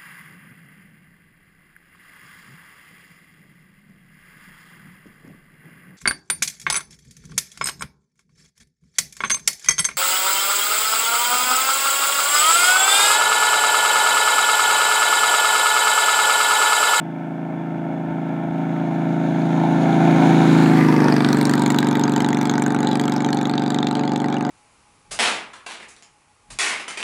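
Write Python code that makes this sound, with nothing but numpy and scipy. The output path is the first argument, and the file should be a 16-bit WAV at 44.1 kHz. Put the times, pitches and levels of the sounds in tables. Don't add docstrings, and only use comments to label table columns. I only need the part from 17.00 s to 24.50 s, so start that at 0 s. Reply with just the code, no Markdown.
import sys
import numpy as np
from scipy import signal
from scipy.fft import rfft, irfft
from scipy.io import wavfile
from scipy.ndimage import uniform_filter1d, map_coordinates

SR = 44100
rng = np.random.default_rng(int(sys.argv[2]) if len(sys.argv) > 2 else 0)


def unload_wav(signal):
    wavfile.write(
        sys.argv[1],
        SR,
        np.round(np.clip(np.atleast_2d(signal).T, -1, 1) * 32767).astype(np.int16),
    )


N = 330750
TIME = np.arange(N) / SR

# t/s, cycle rate/Hz
ENGINE_SPEED = [(0, 25.498), (2.2, 25.586), (5.2, 25.567), (7.5, 25.829)]
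# f/Hz, level/dB of pipe 1 ahead, pipe 2 ahead, pipe 1 behind, pipe 2 behind
PIPE_SPECTRA = [(63.3, -64, -62.5, -47, -54), (108, -28.5, -46, -40, -46.5), (150.2, -8, -2.5, -10, -4.5),
                (160.8, -6, -6.5, -9.5, -11), (179, -17, -19, -16.5, -15.5), (280.3, -11.5, -6, -7.5, -2.5),
                (330.2, -21, -29, -12, -16.5), (431, -27, -26, -25, -15), (475, -40, -27.5, -57.5, -26.5),
                (675, -11.5, -21, -55.5, -31.5), (697, -44.5, -9, -27, -20.5),
                (878, -46.5, -32, -14.5, -45.5), (1120, -50, -36.5, -33.5, -30.5),
                (1660, -52.5, -41.5, -39.5, -30.5)]
# delay/s, share
PIPE_ECHO = [(.0064, .58), (.0131, .25)]
# f/Hz, width/Hz, level ahead/dB, level behind/dB
PIPE_MODES = [(463, 24.6, -22, -19.5), (583.5, 26, -11, -20), (670, 61, -22, -32), (769.8, 5.7, -19, -11.5),
              (846.4, 11.3, -11.5, -13.5)]
# t/s, level/dB
HONK = [(0, 0), (.8, 2), (1.5, -2.5), (2.2, -0.5), (2.6, -2), (2.95, 2), (3.5, 4), (3.76, 2.5), (4.03, 8),
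        (4.2, 2.5), (4.4, 2), (7.5, .5)]
# t/s, pop level/dB, ring level/dB, snap level/dB
USUAL_CRACKS = [(0, -56, -80, -90), (3.2, -36.5, -43.5, -67), (3.7, -28, -45, -56),
                (3.95, -28, -36.5, -47.5), (4.2, -22, -30, -41.5), (4.5, -29.5, -30.5, -34.5),
                (5.4, -27, -32.5, -34.5), (6.4, -32, -34, -36.5), (6.8, -33.5, -32, -42.5),
                (7.5, -31.5, -41, -41)]
# t/s, pop level/dB, ring level/dB, snap level/dB, bite f/Hz
HARD_CRACKS = [(3.809, -23, -48, -49, 1900), (4.083, -18.5, -32, -44, 1570), (4.123, -23, -25, -40, 4700),
               (4.164, -21, -27.5, -42, 1710), (4.246, -21.5, -23, -39, 3770),
               (4.287, -23.5, -28, -36, 1770), (4.328, -21, -24.5, -32.5, 1530),
               (4.411, -25.5, -28, -33, 2150), (4.453, -30, -26, -27, 5600), (4.494, -23, -30, -29.5, 1810),
               (4.536, -18.5, -26, -30, 1790), (4.619, -28, -31.5, -29.5, 8250),
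               (4.661, -23.5, -26, -27.5, 6850), (4.702, -22, -28.5, -25, 7410),
               (4.744, -22, -35, -37, 1480), (4.786, -26, -18.5, -26, 3730), (4.828, -20.5, -31, -38, 1520),
               (4.953, -24.5, -28, -38, 1620), (5.036, -26, -28, -22.5, 6570), (5.161, -24, -29, -28, 7400),
               (5.495, -25, -25.5, -25.5, 6760), (5.579, -21, -36, -32.5, 1490),
               (5.621, -22.5, -41, -28, 7600), (5.662, -22, -37, -29, 1490), (5.746, -23.5, -38, -36, 1410),
               (5.871, -39, -24.5, -31, 3790), (5.912, -32, -27, -39, 3660),
               (6.079, -27.5, -29.5, -34, 1440), (6.246, -28.5, -28.5, -34, 3520),
               (6.329, -26.5, -25.5, -33, 4090), (6.454, -29, -26, -38, 3700),
               (6.495, -31, -29.5, -40, 4380), (6.537, -26.5, -29, -48, 3900),
               (6.578, -31, -23.5, -39, 3680), (6.703, -26, -29, -32, 3950), (6.744, -30, -27.5, -33, 3820),
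               (6.786, -29, -24.5, -36, 3680), (6.827, -26, -23.5, -40, 3700),
               (6.869, -28, -24.5, -33.5, 3750), (6.91, -27.5, -29, -37, 3470),
               (6.952, -30, -29, -38, 4550), (7.159, -30.5, -29, -36, 3350)]
# f/Hz, level/dB
CRACK_SPECTRA = [
    [(500, -7.5), (1000, 6.5), (1500, 9), (2200, 5), (2900, -8), (4000, -21), (8000, -51)],
    [(1500, -34), (2800, -9.5), (3700, 6.5), (4800, -4), (5600, -20), (8000, -37)],
    [(3500, -30), (5500, -8.5), (6600, 5.5), (8000, 2.5), (9300, -13), (11000, -4), (12600, -13.5),
     (13700, -6), (16000, -13)],
]
# phase/cycles, level/dB
KNOCKS = [(.02, -1), (.13, 4), (.43, -5), (.49, -3), (.61, -5), (.75, 0)]
# f/Hz, level ahead/dB, level abreast/dB, level behind/dB
CASE_SPECTRA = [(200, -28, -23, -23), (472, -6, -7.5, -4.5), (680, 6, 1, -3.5), (953, 3.5, -9.5, 4.5),
                (1086, -1, -1, -3), (1196, -12, 7, 4), (1320, 4, -8.5, -1), (1590, -2, -1, 1.5),
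                (1790, -2, 3, -7), (1890, -16, -2.5, -6.5), (2135, -3, -7.5, -13.5), (2357, -5.5, -8, -7),
                (2610, -17.5, -6, -29), (2700, -13, -16.5, -15), (3220, -21.5, -26, -22.5),
                (3420, -12, -18, -13), (3940, -38, -24, -16.5), (7000, -40.5, -48, -59.5)]
# t/s, f/Hz, level/dB
ROAR = [(2.45, 890, -47), (2.57, 880, -31), (2.75, 760, -32), (3.15, 730, -27.5), (3.45, 835, -31.5),
        (3.72, 790, -28.5), (3.82, 820, -37), (4.0, 810, -30), (4.17, 750, -38)]
# t/s, f/Hz, level/dB
WHINE = [(3.1, 2340, -40), (3.68, 2180, -43), (3.8, 1970, -28), (3.88, 1940, -40), (4.1, 1870, -38)]
# t/s, f/Hz, level/dB
GROWL = [(3.8, 1010, -40), (3.92, 950, -26.5), (4.06, 944, -30.5), (4.15, 940, -42), (4.45, 923, -32),
         (5.35, 887, -31.5), (6.11, 872, -38.5), (6.25, 850, -31.5), (6.7, 878, -39.5), (7.5, 872, -35)]
# f/Hz, level/dB
HISS_AXIAL = [(3100, 3.5), (3700, 8.5), (4700, -5), (5600, -5.5), (6600, 1), (8200, -13), (9600, -9.5),
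              (11000, -18), (11800, -42), (15500, -19)]
# f/Hz, level/dB
HISS_SIDE = [(1200, 5.5), (2400, 1), (3800, 2), (5500, -4), (6700, -7), (8200, -6.5), (9900, -11),
             (11000, -10), (11900, -15), (13000, -16)]
# f/Hz, level/dB
RAIL_SPECTRUM = [(100, -12), (300, 2), (600, 12.5), (2500, 4), (4000, 4), (6500, -1), (14000, -42)]
# f/Hz, level/dB
WIND_SPECTRUM = [(15, -17), (30, -38), (60, -5), (100, 4), (160, -11), (400, -38), (1500, -81)]
# t/s, level/dB
PUFFS = [(.77, -52), (1.1, -50), (1.5, -46), (2.1, -49), (2.27, -52), (3.31, -49), (3.46, -52), (3.77, -54)]
# f/Hz, level/dB
AIR_SPECTRUM = [(100, -10), (1000, -3), (4000, -10), (8000, -16.5), (16000, -33.5)]

BOOM = dict(ahead_db=-9, behind_db=-16, ahead_loss_db=9, behind_loss_db=2.5, broadside_db=1.16)
BARK = dict(ahead_db=-18, behind_db=-32.5, ahead_loss_db=9.5, behind_loss_db=-1.5, broadside_db=11)
CLATTER = dict(ahead_db=-26.5, behind_db=-28.5, ahead_loss_db=7, behind_loss_db=5, broadside_db=2.5)
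HISS = dict(ahead_db=-25, behind_db=-34.5, ahead_loss_db=20, behind_loss_db=24, broadside_db=10)

CYCLE_HZ, FIRING_PHASES = 25.7, (0, .403)
SPEED_M_S, PASS_S, LANE_M, SOUND_M_S = 23.74, 3.9515, 6.01, 343


def firings(phase, scatter_db=.5, jitter_s=.00003, count=200):
    chance = rng.standard_normal((count, 2))
    at = ((np.arange(count) + phase) / CYCLE_HZ + jitter_s * chance[:, 1]) * SR
    pulses = np.zeros(int((count + 1) / CYCLE_HZ * SR))
    pulses[np.abs(at).astype(int)] = undb(scatter_db * chance[:, 0])
    return pulses


def pipes():
    hz, *spectra_db = np.transpose(PIPE_SPECTRA)
    ahead, behind, drive = 0, 0, 0
    for k, (phase, (delay_s, share)) in enumerate(zip(FIRING_PHASES, PIPE_ECHO)):
        pulses = firings(phase)
        drive = drive + pulses
        echoed = pulses + share * np.roll(pulses, int(delay_s * SR))
        ahead = ahead - colour(echoed, np.c_[hz, spectra_db[k]])
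        behind = behind - colour(echoed, np.c_[hz, spectra_db[k + 2]])
    for mode_hz, width_hz, ahead_db, behind_db in PIPE_MODES:
        ring = signal.lfilter(*signal.iirpeak(mode_hz, mode_hz / width_hz, fs=SR), drive)
        ahead, behind = ahead + undb(ahead_db) * ring, behind + undb(behind_db) * ring
        drive = -drive
    return ahead, behind


def exhaust(cycles, top_hz=1410, split_hz=471, honk_hz=368):
    ahead, behind = pipes()
    _, _, facing, _ = ride()
    boom, bark = 0, 0
    for view, share in ((ahead, 1 - facing), (behind, facing)):
        heard = map_coordinates(low(view, top_hz, order=3), [cycles / CYCLE_HZ * SR], order=1)
        bass = low(heard, split_hz, order=6)
        boom, bark = boom + share * unit(bass), bark + share * unit(heard - bass)
    deep = low(boom, honk_hz)
    boom = deep + (boom - deep) * undb(np.interp(TIME, *np.transpose(HONK)))
    bark = bark / np.hypot(facing, 1 - facing)
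    flutter_db = .33 * walk(9.7)
    shadow_db = 16.5 * bell(facing, .32, .17)
    return boom * undb(carry_db(**BOOM)) + bark * undb(carry_db(**BARK) - shadow_db + flutter_db)


def crack(levels_db, bite_hz, distance_m, stretch, size, rise_s=.0012, tail_s=.005, rms_s=.005):
    age_s = TIME[:size]
    envelope = (age_s / rise_s * np.exp(1 - age_s / rise_s)) ** 2 + .2 * np.exp(-age_s / tail_s)
    hz = np.geomspace(300, 20000, 60)
    bite_db = 9.5 * bell(np.log2(hz / bite_hz), 0, .14)
    ragged_db = 4.2 * rng.standard_normal(len(hz))
    air_loss_db = .16 * distance_m * (hz / 10000) ** 2
    lookup_hz = hz / stretch ** np.clip(np.log2(hz / 2200), 0, 1)
    burst = rng.standard_normal(size) * envelope
    burst[np.argmax(envelope)] -= 3.3
    out = 0
    for spectrum, level_db in zip(CRACK_SPECTRA, levels_db):
        part_hz, part_db = np.transpose(spectrum)
        shape_db = np.interp(np.log(lookup_hz), np.log(part_hz), part_db)
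        part = colour(burst, np.c_[hz, shape_db + bite_db + ragged_db - air_loss_db], size=size)
        out = out + part * undb(level_db) * np.sqrt(rms_s * SR) / np.linalg.norm(part)
    return out


def cracks(cycles, scatter_db=2.6, usual_bite_hz=3970, scatter_octaves=.7, size=1024):
    hard_s, *hard_db, hard_hz = np.transpose(HARD_CRACKS)
    hard_cycles = np.round(np.interp(hard_s, TIME, cycles))
    hard = dict(zip(hard_cycles, zip(np.transpose(hard_db), hard_hz)))
    usual_s, *usual_db = np.transpose(USUAL_CRACKS)
    _, distance_m, _, _ = ride()
    stretch, out = treble_sweep(), np.zeros(N + size)
    for cycle in range(1, int(cycles[-1]) + 1):
        for phase in FIRING_PHASES:
            at = np.searchsorted(cycles, cycle + phase)
            if at == N:
                break
            levels_db = np.array([np.interp(TIME[at], usual_s, db) for db in usual_db])
            levels_db += scatter_db * rng.standard_normal(3)
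            bite_hz = usual_bite_hz * 2 ** (scatter_octaves * rng.standard_normal())
            if phase:
                levels_db += (-8, -6.5, -4)
            elif cycle in hard:
                levels_db, bite_hz = hard[cycle]
            out[at:at + size] += crack(levels_db, bite_hz, distance_m[at], stretch[at], size)
    return out[:N]


def clatter(cycles, knock_s=.00078, knock_gain=1.52, scatter_db=2):
    along_m, _, facing, broadside = ride()
    spread_db = scatter_db * rng.standard_normal((int(cycles[-1]) + 2, len(KNOCKS)))
    knocks = 0
    for k, (phase, db) in enumerate(KNOCKS):
        count = cycles + 1 - phase
        age_s = (count % 1) / CYCLE_HZ
        knocks = knocks + undb(db + spread_db[count.astype(int), k]) * np.exp(-age_s / knock_s)
    repeat = .44 + .47 * broadside
    rattle = (rng.standard_normal(N) + repeat * cycle_pattern(cycles)) / np.hypot(1, repeat)
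    drive = rattle * (1 + knock_gain * knocks)
    hz, *views_db = np.transpose(CASE_SPECTRA)
    side = broadside ** 4
    shares = (1 - side) * (1 - facing), side, (1 - side) * facing
    heard = sum(share * unit(colour(drive, np.c_[hz, db])) for share, db in zip(shares, views_db))
    rasp_db = 4.5 * bell(along_m, -14, 12.7)
    return unit(heard) * undb(carry_db(**CLATTER) + rasp_db + .47 * walk(12))


def rough_resonance(cycles, curve, width_hz, roughness=1.1, fade_db_per_s=57):
    t_s, hz, db = np.transpose(curve)
    carrier = np.exp(2j * np.pi * np.cumsum(np.interp(TIME, t_s, hz)) / SR)
    drive = (cycle_pattern(cycles) + roughness * rng.standard_normal(N)) * (1 + 2.6 * throb(cycles))
    ring = carrier * signal.sosfilt(signal.butter(2, width_hz / 2, fs=SR, output="sos"), drive / carrier)
    outside_s = np.abs(TIME - np.clip(TIME, t_s[0], t_s[-1]))
    return unit(ring.real) * undb(np.interp(TIME, t_s, db) - fade_db_per_s * outside_s)


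def hiss(cycles):
    _, _, _, broadside = ride()
    side = broadside ** 3
    air = np.sqrt(1 - side) * noise(HISS_AXIAL) + np.sqrt(side) * noise(HISS_SIDE)
    swept = map_coordinates(air, [np.cumsum(treble_sweep())], order=5, mode="mirror")
    level_db = carry_db(**HISS) + .37 * walk(7.8) + 1.1 * walk(97)
    return unit(swept * (1 + .55 * throb(cycles))) * undb(level_db)


def rails(x, gain_db=-14.5, t60_s=.27, gap_s=.006, paths=4):
    age_s = TIME[:SR // 2]
    decay = np.exp(-np.log(1000) * age_s / t60_s) * (age_s > gap_s)
    scattered, out = colour(x, RAIL_SPECTRUM), 0
    for _ in range(paths):
        tail = rng.standard_normal(len(age_s)) * decay
        out = out + walk(24) * signal.fftconvolve(scattered, tail / np.linalg.norm(tail))[:N]
    return out * undb(gain_db) / np.sqrt(paths)


def wind_and_rumble(breeze_db=-64, rumble_db=-53, rise_s=.22, fade_db_per_s=3.5, air_db=-63.5):
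    since_s = TIME - PASS_S
    rumble = undb(rumble_db - fade_db_per_s * np.maximum(since_s, 0))
    rumble *= np.exp(np.minimum(since_s, 0) / rise_s)
    puffs = sum(undb(db) * bell(TIME, t_s, width=.047) for t_s, db in PUFFS)
    strength = (undb(breeze_db) + rumble) * undb(2 * walk(7.3)) + puffs
    return strength * noise(WIND_SPECTRUM) + undb(air_db) * noise(AIR_SPECTRUM)


def ride():
    along_m = SPEED_M_S * (TIME - PASS_S)
    distance_m = np.hypot(along_m, LANE_M)
    return along_m, distance_m, .5 + np.arctan(along_m / LANE_M) / np.pi, LANE_M / distance_m


def carry_db(ahead_db, behind_db, ahead_loss_db, behind_loss_db, broadside_db, near_m=21.03):
    along_m, _, facing, broadside = ride()
    doublings = np.log2(np.hypot(along_m, near_m) / near_m)
    front_db = ahead_db - ahead_loss_db * doublings
    rear_db = behind_db - behind_loss_db * doublings
    return (1 - facing) * front_db + facing * rear_db - broadside_db * broadside


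def cycles_heard(start_phase=.678):
    along_m, distance_m, _, _ = ride()
    doppler = 1 / (1 + SPEED_M_S / SOUND_M_S * along_m / distance_m)
    return start_phase + np.cumsum(np.interp(TIME, *np.transpose(ENGINE_SPEED)) * doppler) / SR


def throb(cycles, decay_cycles=.028):
    return sum(np.exp(-((cycles - phase) % 1) / decay_cycles) for phase in FIRING_PHASES)


def cycle_pattern(cycles, size=1536):
    return unit(np.interp(cycles, np.arange(size) / size, rng.standard_normal(size), period=1))


def treble_sweep(rise=.27, after_m=3, width_m=10):
    along_m, _, _, _ = ride()
    return 1 + rise * bell(along_m, after_m, width_m)


def undb(db):
    return 10 ** (np.asarray(db) / 20)


def unit(x):
    return x / np.sqrt(np.mean(x ** 2))


def bell(x, centre, width):
    return np.exp(-((x - centre) / width) ** 2)


def colour(x, points, size=16384):
    hz, db = np.transpose(points)
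    bins_hz = np.maximum(np.arange(size // 2 + 1) * SR / size, 1)
    cepstrum = irfft(np.log(undb(np.interp(np.log(bins_hz), np.log(hz), db))))
    cepstrum[1:size // 2] *= 2
    cepstrum[size // 2 + 1:] = 0
    impulse = irfft(np.exp(rfft(cepstrum)))[:size // 2]
    return signal.fftconvolve(x, impulse)[:len(x)]


def noise(points):
    return unit(colour(rng.standard_normal(N), points))


def low(x, hz, order=4):
    return signal.sosfiltfilt(signal.butter(order, hz, fs=SR, output="sos"), x)


def walk(rate_hz):
    hold = int(SR / rate_hz)
    steps = np.repeat(rng.standard_normal(N // hold + 1), hold)
    return 1.09 * uniform_filter1d(uniform_filter1d(steps, hold), hold)[:N]


def scene():
    cycles = cycles_heard()
    bike = exhaust(cycles)
    bike += rough_resonance(cycles, ROAR, width_hz=246)
    bike += rough_resonance(cycles, WHINE, width_hz=220)
    bike += clatter(cycles)
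    bike += rough_resonance(cycles, GROWL, width_hz=79)
    bike += hiss(cycles)
    crackle = cracks(cycles)
    echoes = rails(bike + undb(-.5) * crackle)
    return (bike + crackle + echoes + wind_and_rumble())[None]


def record(dry, top_hz=16000):
    limited = dry / (1 + dry ** 8) ** (1 / 8)
    return signal.sosfilt(signal.ellip(8, .2, 70, top_hz, fs=SR, output="sos"), limited)


dry = scene()
out = record(dry)
unload_wav(out)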